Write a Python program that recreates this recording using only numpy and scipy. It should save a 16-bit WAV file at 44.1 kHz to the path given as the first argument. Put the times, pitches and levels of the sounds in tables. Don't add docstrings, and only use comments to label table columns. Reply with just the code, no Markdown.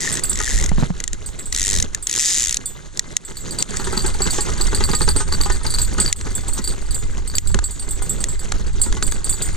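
import sys
import numpy as np
from scipy import signal
from scipy.fft import rfft, irfft, next_fast_len
from scipy.io import wavfile
from scipy.ndimage import uniform_filter1d

SR = 44100
rng = np.random.default_rng(int(sys.argv[2]) if len(sys.argv) > 2 else 0)


def transcribe(signal):
    frames = np.atleast_2d(signal).T
    limited = np.clip(frames, -1, 1)
    pcm = np.round(limited * 32767).astype(np.int16)
    wavfile.write(sys.argv[1], SR, pcm)


N = 421596
T = np.arange(N) / SR


def amp(db):
    return 10 ** (np.asarray(db) / 20)


def at_pitch(table, hz):
    f, value = np.transpose(table)
    return np.interp(np.log(hz + 1), np.log(f), value)


def at_time(table, t=T):
    return np.interp(t, *np.transpose(table))


def add(mix, at, sound):
    part = mix[:, max(round(at * SR), 0):][:, :sound.shape[1]]
    part += sound[:, :part.shape[1]]


def drift(hz):
    slow = irfft(rfft(rng.standard_normal(N)) / (1 + (np.fft.rfftfreq(N, 1 / SR) / hz) ** 4), N)
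    return slow / slow.std()


# f/Hz, likeness (1 same, -1 opposite)
LIKENESS = [(40, 0.19), (130, -0.75), (200, -0.22), (300, 0.34), (1400, -0.19), (3100, 0.8), (6800, 0.5),
            (14000, -0.5)]

def resonate(force, tone, side, shared=0.82, size=8192):
    hz = abs(np.fft.fftfreq(size, 1 / SR))
    log_gain = np.log(amp(at_pitch(tone, hz)))
    response = np.fft.ifft(np.exp(signal.hilbert(log_gain).conj())).real
    length = next_fast_len(N + size)
    a, b = rfft(force, length) * rfft(response / np.linalg.norm(response), length)
    hz = np.fft.rfftfreq(length, 1 / SR)
    lag = np.exp(-1j * np.arccos(np.clip(at_pitch(LIKENESS, hz) / shared, -1, 1)))
    lean = amp(at_pitch(side, hz) / 2)
    right = shared * lag * a + np.sqrt(1 - shared ** 2) * b
    return irfft(np.array([a * lean, right / lean]), length)[:, :N]


def click(length_s, tail_db, size=1100):
    t = np.arange(size) / SR
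    fade = np.exp(-(t / length_s) ** 2) + amp(tail_db) * np.exp(-t / .004)
    force = fade * (1 - np.exp(-t / .0003)) * rng.standard_normal((2, size))
    return force / np.linalg.norm(force, axis=1, keepdims=True)


def strike(notes, loose=0.0018, lag=0.74, uneven_db=3, size=18000):
    t = np.arange(size) / SR
    hz, db, ring_s, side = np.transpose(notes)[:, :, None]
    share, detune, phase, turn, damping = rng.standard_normal((5, len(notes), 1))
    fade = amp(db + uneven_db * share - 60 * t / ring_s * np.exp(.2 * damping))
    ring = fade * np.exp(2j * np.pi * (hz * (1 + loose * detune) * t + phase))
    ring *= 1 - np.exp(-(t / .0007) ** 2)
    left = ring * amp(side / 2)
    right = ring / amp(side / 2) * np.exp(-1j * (lag + .5 * turn))
    return np.array([left.sum(0).imag, right.sum(0).imag])


def grit(pressure, per_s, spread_db, count=120, size=900):
    t, force = np.arange(size) / SR, np.zeros((2, N + size))
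    hz = 200 + 11000 * (np.arange(count)[:, None] + rng.random((count, 1))) / count
    pings = np.exp(2j * np.pi * hz * t - t / .001 * (hz / 2000) ** .5)
    pings /= np.linalg.norm(pings, axis=1, keepdims=True)
    chance, big, which = rng.random(N), rng.exponential(1, N), rng.integers(0, count, N)
    phases = np.exp(2j * np.pi * rng.random((2, N)))
    at = np.flatnonzero(chance < per_s / SR)
    slips = amp(spread_db * np.minimum(big[at], 4))
    slips *= pressure[at] * np.sqrt(2 * N / np.sum(slips ** 2))
    for i, slip in zip(at[slips > 1e-5], slips[slips > 1e-5]):
        force[:, i:i + size] += slip * (phases[:, i, None] * pings[which[i]]).real
    return force[:, :N]


# t/s, level/dB
EFFORT = [(0, -40.5), (0.7, -41.5), (0.95, -49.5), (1.4, -48.5), (3.2, -51), (3.9, -37.5), (5.15, -41.5),
          (5.9, -40), (6.3, -42), (7.1, -48.5), (8.7, -46.5), (9, -47.5), (9.56, -42)]
SWAY = [(0, -40.5), (.68, -17), (.92, -29.5), (1.4, -34.5), (1.78, -22.5), (1.95, -36), (3.2, -41),
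        (4, -22.5), (5.2, -18), (6.75, -26), (7.05, -25), (7.46, -21.5), (7.57, -18), (7.68, -29),
        (8.6, -21.5), (9.56, -24.5)]
FULL_EFFORT_DB, RESTING_SWAY_DB = -39, -31
# f/Hz, level/dB
RUMBLE_TONE = [(10, -6.5), (30, -7), (100, -18.5), (200, -35.5), (600, -90)]
RUSTLE_TONE = [(50, -7.5), (140, 7.5), (290, -5.5), (380, -2.5), (600, -11), (1500, -40.5)]
SCRAPE_TONE = [(200, 4.5), (650, -4.5), (850, 4), (1600, 6), (2250, -2.5), (2800, -2.5), (4000, 0.5),
               (5200, -5), (6700, 4), (7700, 0.5), (8600, -9.5), (10000, -6), (11500, -41.5)]
# f/Hz, left minus right/dB
ROD_SIDE = [(60, -3), (200, -5), (2000, 2.5), (8000, -1.5)]

def clothes_and_gear(rumble_db=2.5, rustle_db=-33, scrape_db=-37, swish_db=-45, hiss_db=-55, wire_hz=2066):
    catching, effort, sway = drift(hz=23.4), at_time(EFFORT) - FULL_EFFORT_DB, at_time(SWAY)
    rumble = amp(sway + rumble_db + 2 * drift(hz=7.8)) * rng.standard_normal((2, N))
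    stir = 0.7 * effort + 0.11 * (sway - RESTING_SWAY_DB)
    rustle = amp(stir + rustle_db + 4 * catching) * rng.standard_normal((2, N))
    scrape = grit(amp(effort + scrape_db + 4 * catching), per_s=1700, spread_db=2.5)
    wire = amp(10) * signal.lfilter(*signal.iirpeak(wire_hz, wire_hz / 16, SR), scrape)
    hiss = (amp(hiss_db) + amp(effort + swish_db)) * rng.standard_normal((2, N))
    cloth = resonate(rumble, RUMBLE_TONE, ROD_SIDE) + resonate(rustle, RUSTLE_TONE, ROD_SIDE)
    return cloth + resonate(scrape + wire + hiss, SCRAPE_TONE, ROD_SIDE)


def tooth_times(start, end, teeth, top_at, roundness, first_speed, last_speed=.15):
    progress = np.linspace(0, 1, 400)
    slowest = np.where(progress < top_at, first_speed, last_speed)
    from_top = np.interp(progress, [0, top_at, 1], [1, 0, 1])
    turned = np.cumsum(1 - (1 - slowest) * from_top ** roundness)
    marks = np.linspace(turned[0], turned[-1], round(teeth) + 1)
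    return np.interp(marks, turned, start + progress * (end - start))


# start/s, end/s, teeth, fastest point (0-1), roundness of the speed curve,
# starting speed (share of the top), click level/dB, spool ring level/dB
LINE_PULLS = [(.005, .194, 22, .16, .71, .64, 2, -18), (.33, .691, 32, .48, 1.03, .2, 2, -19.5),
              (1.525, 1.8245, 25, .53, 4.2, .29, 7, -21), (2.07, 2.569, 59, .42, .83, .14, 7.5, -25)]
# t/s, level/dB
LONE_SNAPS = [(1.002, -13), (1.0394, -11), (1.0776, -12.5), (1.131, -12.5), (1.947, -6), (2.973, -15),
              (2.9937, 1.5), (3.167, 1.5), (3.625, 6), (3.7696, -12), (6.127, 6.5), (7.383, 2.5),
              (8.2399, -4.5), (8.5194, -13.5)]
# f/Hz, level/dB
REEL_TONE = [(300, -43), (1200, -16.5), (1900, -8), (2800, -6), (3850, 0), (4550, -3.5), (5400, 1.5),
             (6300, 7.5), (7500, 9), (8700, -2.5), (10400, -8), (12000, -19), (15000, -16.5)]
SLIDE_TONE = [(900, -17), (1900, 7.5), (2700, 2.5), (3800, 7.5), (9000, 7.5)]
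# f/Hz, level/dB, ring time/s, left minus right/dB
HOUSING_NOTES = [(3700, -20, 0.06, -7), (5000, 2.5, 0.0076, -5)]
# f/Hz, left minus right/dB
REEL_SIDE = [(3000, 2.5), (6300, 3), (8800, -2), (14000, 1)]
TOOTH, SNAP = (.0032, -6), (.0021, -12)

def ratchet(run_db=-0.34, snap_db=15, housing_db=-26, slide_db=-36, fast_teeth_per_s=170, jitter_s=.0005):
    clicks, rings = np.zeros((2, 2, N))
    sliding = np.zeros(N)
    spool = [(1920, -3, 0.021, 9)]
    for *pull, db, ring_db in LINE_PULLS:
        times = tooth_times(*pull)
        gaps = np.gradient(times)
        speeds = 1 / (gaps * fast_teeth_per_s)
        sliding += amp(db + slide_db) * np.interp(T, times, speeds, 0, 0) ** .5
        for at, gap, speed in zip(times + jitter_s * rng.standard_normal(len(times)), gaps, speeds):
            drop = min(gap / .02, 1) ** .2
            add(clicks, at, drop * amp(db + run_db + 1.1 * rng.normal()) * click(*TOOTH))
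            add(rings, at, drop * amp(ring_db) * strike(spool, loose=0.042, lag=0))
            rasp = strike(HOUSING_NOTES, loose=0.04, lag=0, size=1200)
            add(rings, at, amp(db + housing_db) * speed * rasp)
    for at, db in LONE_SNAPS:
        add(clicks, at, amp(db + snap_db) * click(*SNAP))
        add(rings, at, amp(1.17 * min(db, 0) - 12) * strike(spool, loose=0.05, lag=0))
    slide = grit(sliding, per_s=3400, spread_db=2)
    return resonate(clicks, REEL_TONE, REEL_SIDE) + resonate(slide, SLIDE_TONE, REEL_SIDE) + rings


def swells(rows):
    return sum(amp(db) * np.exp(-(2 * (T - at) / length) ** 2) for at, length, db in rows)


# middle t/s, length/s, level/dB
SLEEVE_PASSES = [(.13, 0.24, -30.5), (.805, 0.049, -23.5), (1.76, 0.2, -32), (3.6, 0.26, -31),
                 (8.15, 0.29, -30.5), (8.55, 0.057, -28), (9, 0.28, -35)]

def sleeves(scuff_db=-13):
    pressure = swells(SLEEVE_PASSES)
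    scuff = grit(amp(scuff_db) * pressure, per_s=1500, spread_db=0.5)
    rustle = pressure * rng.standard_normal((2, N))
    return resonate(rustle, RUSTLE_TONE, ROD_SIDE) + resonate(scuff, SCRAPE_TONE, ROD_SIDE)


def stray_taps(per_s, db, effort_slope, spread_db, crank_from_s=3.2):
    wait, luck = rng.random((200, 2)).T
    times = crank_from_s + np.cumsum(.5 + wait) / per_s
    effort = at_time(EFFORT, times) - FULL_EFFORT_DB
    levels = db + effort_slope * effort + spread_db * (2 * luck - 1)
    return [(at, level) for at, level in zip(times, levels) if at < N / SR]


# t/s, bell level/dB, clamp level/dB
ROD_JOLTS = [(.124, -23.5, -33), (.236, -20, -26), (.295, -17, -38), (1.261, -31, -34), (1.39, -33, -45),
             (1.456, -30, -48), (2.025, -28.5, -40), (2.657, -24, -37), (3.249, -31, -45),
             (3.369, -29.5, -28), (3.508, -32.5, -28), (3.586, -22, -20), (3.604, -39, -22.5),
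             (3.975, -27, -15.5), (4.061, -27, -24.5), (4.219, -25, -17.5), (4.306, -22, -22),
             (4.407, -24, -24), (4.61, -24.5, -16.5), (4.747, -21.5, -15), (4.838, -25.5, -14),
             (4.914, -27, -21.5), (4.95, -20.5, -19.5), (5.016, -25.5, -18.5), (5.088, -25, -15.5),
             (5.163, -22, -19.5), (5.324, -26.5, -15.5), (5.412, -25, -13.5), (5.521, -30.5, -25),
             (5.665, -32, -19), (5.704, -28, -22), (5.739, -27.5, -16), (5.785, -24.5, -15),
             (5.816, -18.5, -21), (6.0, -18.5, -18.5), (6.061, -27.5, -15.5), (6.161, -28, -38),
             (6.351, -21, -43), (6.481, -27.5, -40), (6.533, -25.5, -36), (6.641, -24.5, -24),
             (6.675, -27, -21), (6.908, -30, -28), (6.944, -22, -30), (7.275, -30, -25.5),
             (7.352, -24, -19), (7.472, -27, -29.5), (7.64, -25.5, -28), (7.708, -28.5, -40),
             (7.795, -29, -29.5), (7.888, -31.5, -41), (7.908, -23, -43), (8.022, -27.5, -37),
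             (8.094, -22, -40), (8.204, -28.5, -33), (8.285, -28.5, -39), (8.393, -30, -32),
             (8.815, -17.5, -20.5), (9.03, -22.5, -26), (9.066, -26.5, -34), (9.112, -24.5, -32),
             (9.243, -23.5, -27), (9.294, -17, -21), (9.421, -18.5, -28.5)]
# f/Hz, level/dB, ring time/s, left minus right/dB
BELL_NOTES = [(3505, -24.5, .28, 5), (6984, -18, .48, 4), (7703, -1, .15, -4), (8163, -2.5, .135, -5),
              (9135, -3.5, .065, -4), (13874, -22, .16, 7), (14647, -22, .14, 6)]
SHIMMER_NOTES = [(11612, -10, .2, 2), (12414, 0, .19, 5)]
CLAMP_NOTES = [(4570, 7.5, .028, 1.5), (4640, 5, .024, -.5), (4100, 0, .02, 2)]

def bite_bell(ring_db=4, bounce_db=-13, bounce_s=0.03, shimmer_db=-24, clamp_db=-3.5, tick_db=12):
    rings, ticks = np.zeros((2, 2, N))
    taps = stray_taps(per_s=16, db=-34, effort_slope=1.66, spread_db=2.5)
    for at, level, clank in list(ROD_JOLTS) + [(at, db, db + 2) for at, db in taps]:
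        add(rings, at, amp(level + ring_db) * strike(BELL_NOTES, uneven_db=3.2))
        bounce_at = at + bounce_s * (.5 + rng.random())
        add(rings, bounce_at, amp(level + ring_db + bounce_db) * strike(BELL_NOTES))
        add(rings, at, amp(clank + shimmer_db) * strike(SHIMMER_NOTES))
        for contact in range(4):
            db = clank - 4.5 * contact
            add(rings, at, amp(db + clamp_db) * strike(CLAMP_NOTES, loose=.012, uneven_db=2, size=4000))
            add(ticks, at, amp(db + tick_db) * click(*SNAP))
            at = at + .008 * (.5 + rng.exponential())
    return rings + resonate(ticks, SCRAPE_TONE, ROD_SIDE)


# t/s, hit level/dB, hollow thud level/dB
FIRM_KNOCKS = [(.399, -16, -31.5), (3.792, -20, -32), (3.867, -16.5, -27), (3.924, -17, -25),
               (3.967, -19, -27), (4.04, -15.5, -25.5), (4.2, -19, -25.5), (4.38, -15, -22),
               (4.481, -17.5, -34), (4.6, -18, -27), (4.725, -18, -23), (4.77, -29, -32),
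               (4.803, -15.5, -30), (4.885, -21.5, -26), (4.929, -12, -24.5), (5.004, -15.5, -23),
               (5.074, -13.5, -20.5), (5.157, -19.5, -21.5), (5.2, -17, -46), (5.318, -19, -39),
               (5.401, -18, -29), (5.456, -15, -36), (5.496, -12, -45), (5.648, -18.5, -51),
               (5.979, -14.5, -25), (6.262, -24.5, -29), (6.585, -23.5, -25), (7.544, -23, -21.5),
               (8.015, -21.5, -41), (8.858, -23.5, -27.5), (8.964, -19.5, -46)]
# f/Hz, level/dB, ring time/s, left minus right/dB
SEAT_NOTES = [(377.4, -4.5, 0.066, -1.5), (842, -6, 0.075, 3), (983, -12, 0.08, 8), (1227, -7.5, 0.093, -1),
              (1485, -10, 0.091, 0.5), (1846, -19.5, 0.16, 17.5)]
# f/Hz, level/dB
THUD_TONE = [(60, -26), (190, 3), (290, -9), (378, -0.5), (480, -11), (1000, -46)]

def crank(scuff_db=-7, thud_db=9, seat_db=-3.5, rise_s=.004, decay_s=.011, size=4000):
    t = np.arange(size) / SR
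    pressure, thuds, rings = np.zeros((1, N)), np.zeros((2, N)), np.zeros((2, N))
    shape = (1 - np.exp(-t / rise_s)) * np.exp(-t / decay_s)
    taps = stray_taps(per_s=11, db=-29, effort_slope=0.7, spread_db=3)
    light_knocks = [(at, db, db - 11.5) for at, db in taps]
    for at, db, hollow in list(FIRM_KNOCKS) + light_knocks:
        add(pressure, at, amp(db + scuff_db) * shape[None])
        add(thuds, at, amp(hollow + thud_db) * shape * rng.standard_normal((2, size)))
        add(rings, at + rise_s, amp(db + seat_db) * strike(SEAT_NOTES, loose=0.045, uneven_db=2))
    scuffs = grit(pressure[0], per_s=2500, spread_db=-2.5)
    return rings + resonate(scuffs, SCRAPE_TONE, ROD_SIDE) + resonate(thuds, THUD_TONE, ROD_SIDE)


# t/s, level/dB
CASE_BUMPS = [(0.717, -16), (0.783, -16), (.826, -14.5), (0.834, -13.5), (0.904, -19)]
# f/Hz, level/dB
CASE_TONE = [(60, -3), (175, 9.5), (350, -18.5), (900, -15.5), (3000, -33.5), (8000, -54)]

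def camera_bumps(bump_db=20, push_s=.0001):
    force = np.zeros((2, N))
    for at, db in CASE_BUMPS:
        crunch = click(length_s=0.01, tail_db=-2)
        push = np.exp(-np.arange(crunch.shape[1]) / SR / push_s)
        add(force, at, amp(db + bump_db) * (push / np.linalg.norm(push) + crunch))
    return resonate(force, CASE_TONE, ROD_SIDE)


# middle t/s, length/s, level/dB
LINE_DRAGS = [(4.362, .1, -28.5), (4.672, 0.011, -25.5), (5.215, 0.04, -32), (6.585, 0.025, -30)]

def line_rasps():
    return resonate(grit(swells(LINE_DRAGS), per_s=13000, spread_db=1), REEL_TONE, ROD_SIDE)


# t/s, level/dB
HARD_CLACKS = [(6.211, -21), (7.544, -14), (7.589, -17.5), (8.5205, -15.5), (8.925, -19.5), (9.025, -14),
               (9.121, -18.5)]

def reel_clacks(crack_db=21, seat_db=-16):
    cracks, rings = np.zeros((2, 2, N))
    for at, db in HARD_CLACKS:
        add(cracks, at, amp(db + crack_db) * click(length_s=.003, tail_db=-9))
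        add(rings, at, amp(db + seat_db) * strike(SEAT_NOTES, loose=0.099))
    return rings + resonate(cracks, SCRAPE_TONE, ROD_SIDE)


def scene():
    tackle = ratchet() + bite_bell() + crank() + reel_clacks() + line_rasps()
    return tackle + sleeves() + camera_bumps() + clothes_and_gear()


def record(dry):
    ceiling_db, recover_db_per_s, cutoff_hz = -1, 92.5, 15400
    over_db = np.maximum(20 * np.log10(abs(dry).max(0) + 1e-9) - ceiling_db, 0)
    recovery = recover_db_per_s * T
    dip_db = uniform_filter1d(np.maximum.accumulate(over_db + recovery) - recovery, size=24)
    limited = np.clip(dry * amp(-dip_db), -1, 1)
    treble_cut = signal.firwin(151, cutoff_hz, window=("kaiser", 8), fs=SR)
    return signal.oaconvolve(limited, treble_cut[None], "same")


dry = scene()
out = record(dry)
transcribe(out)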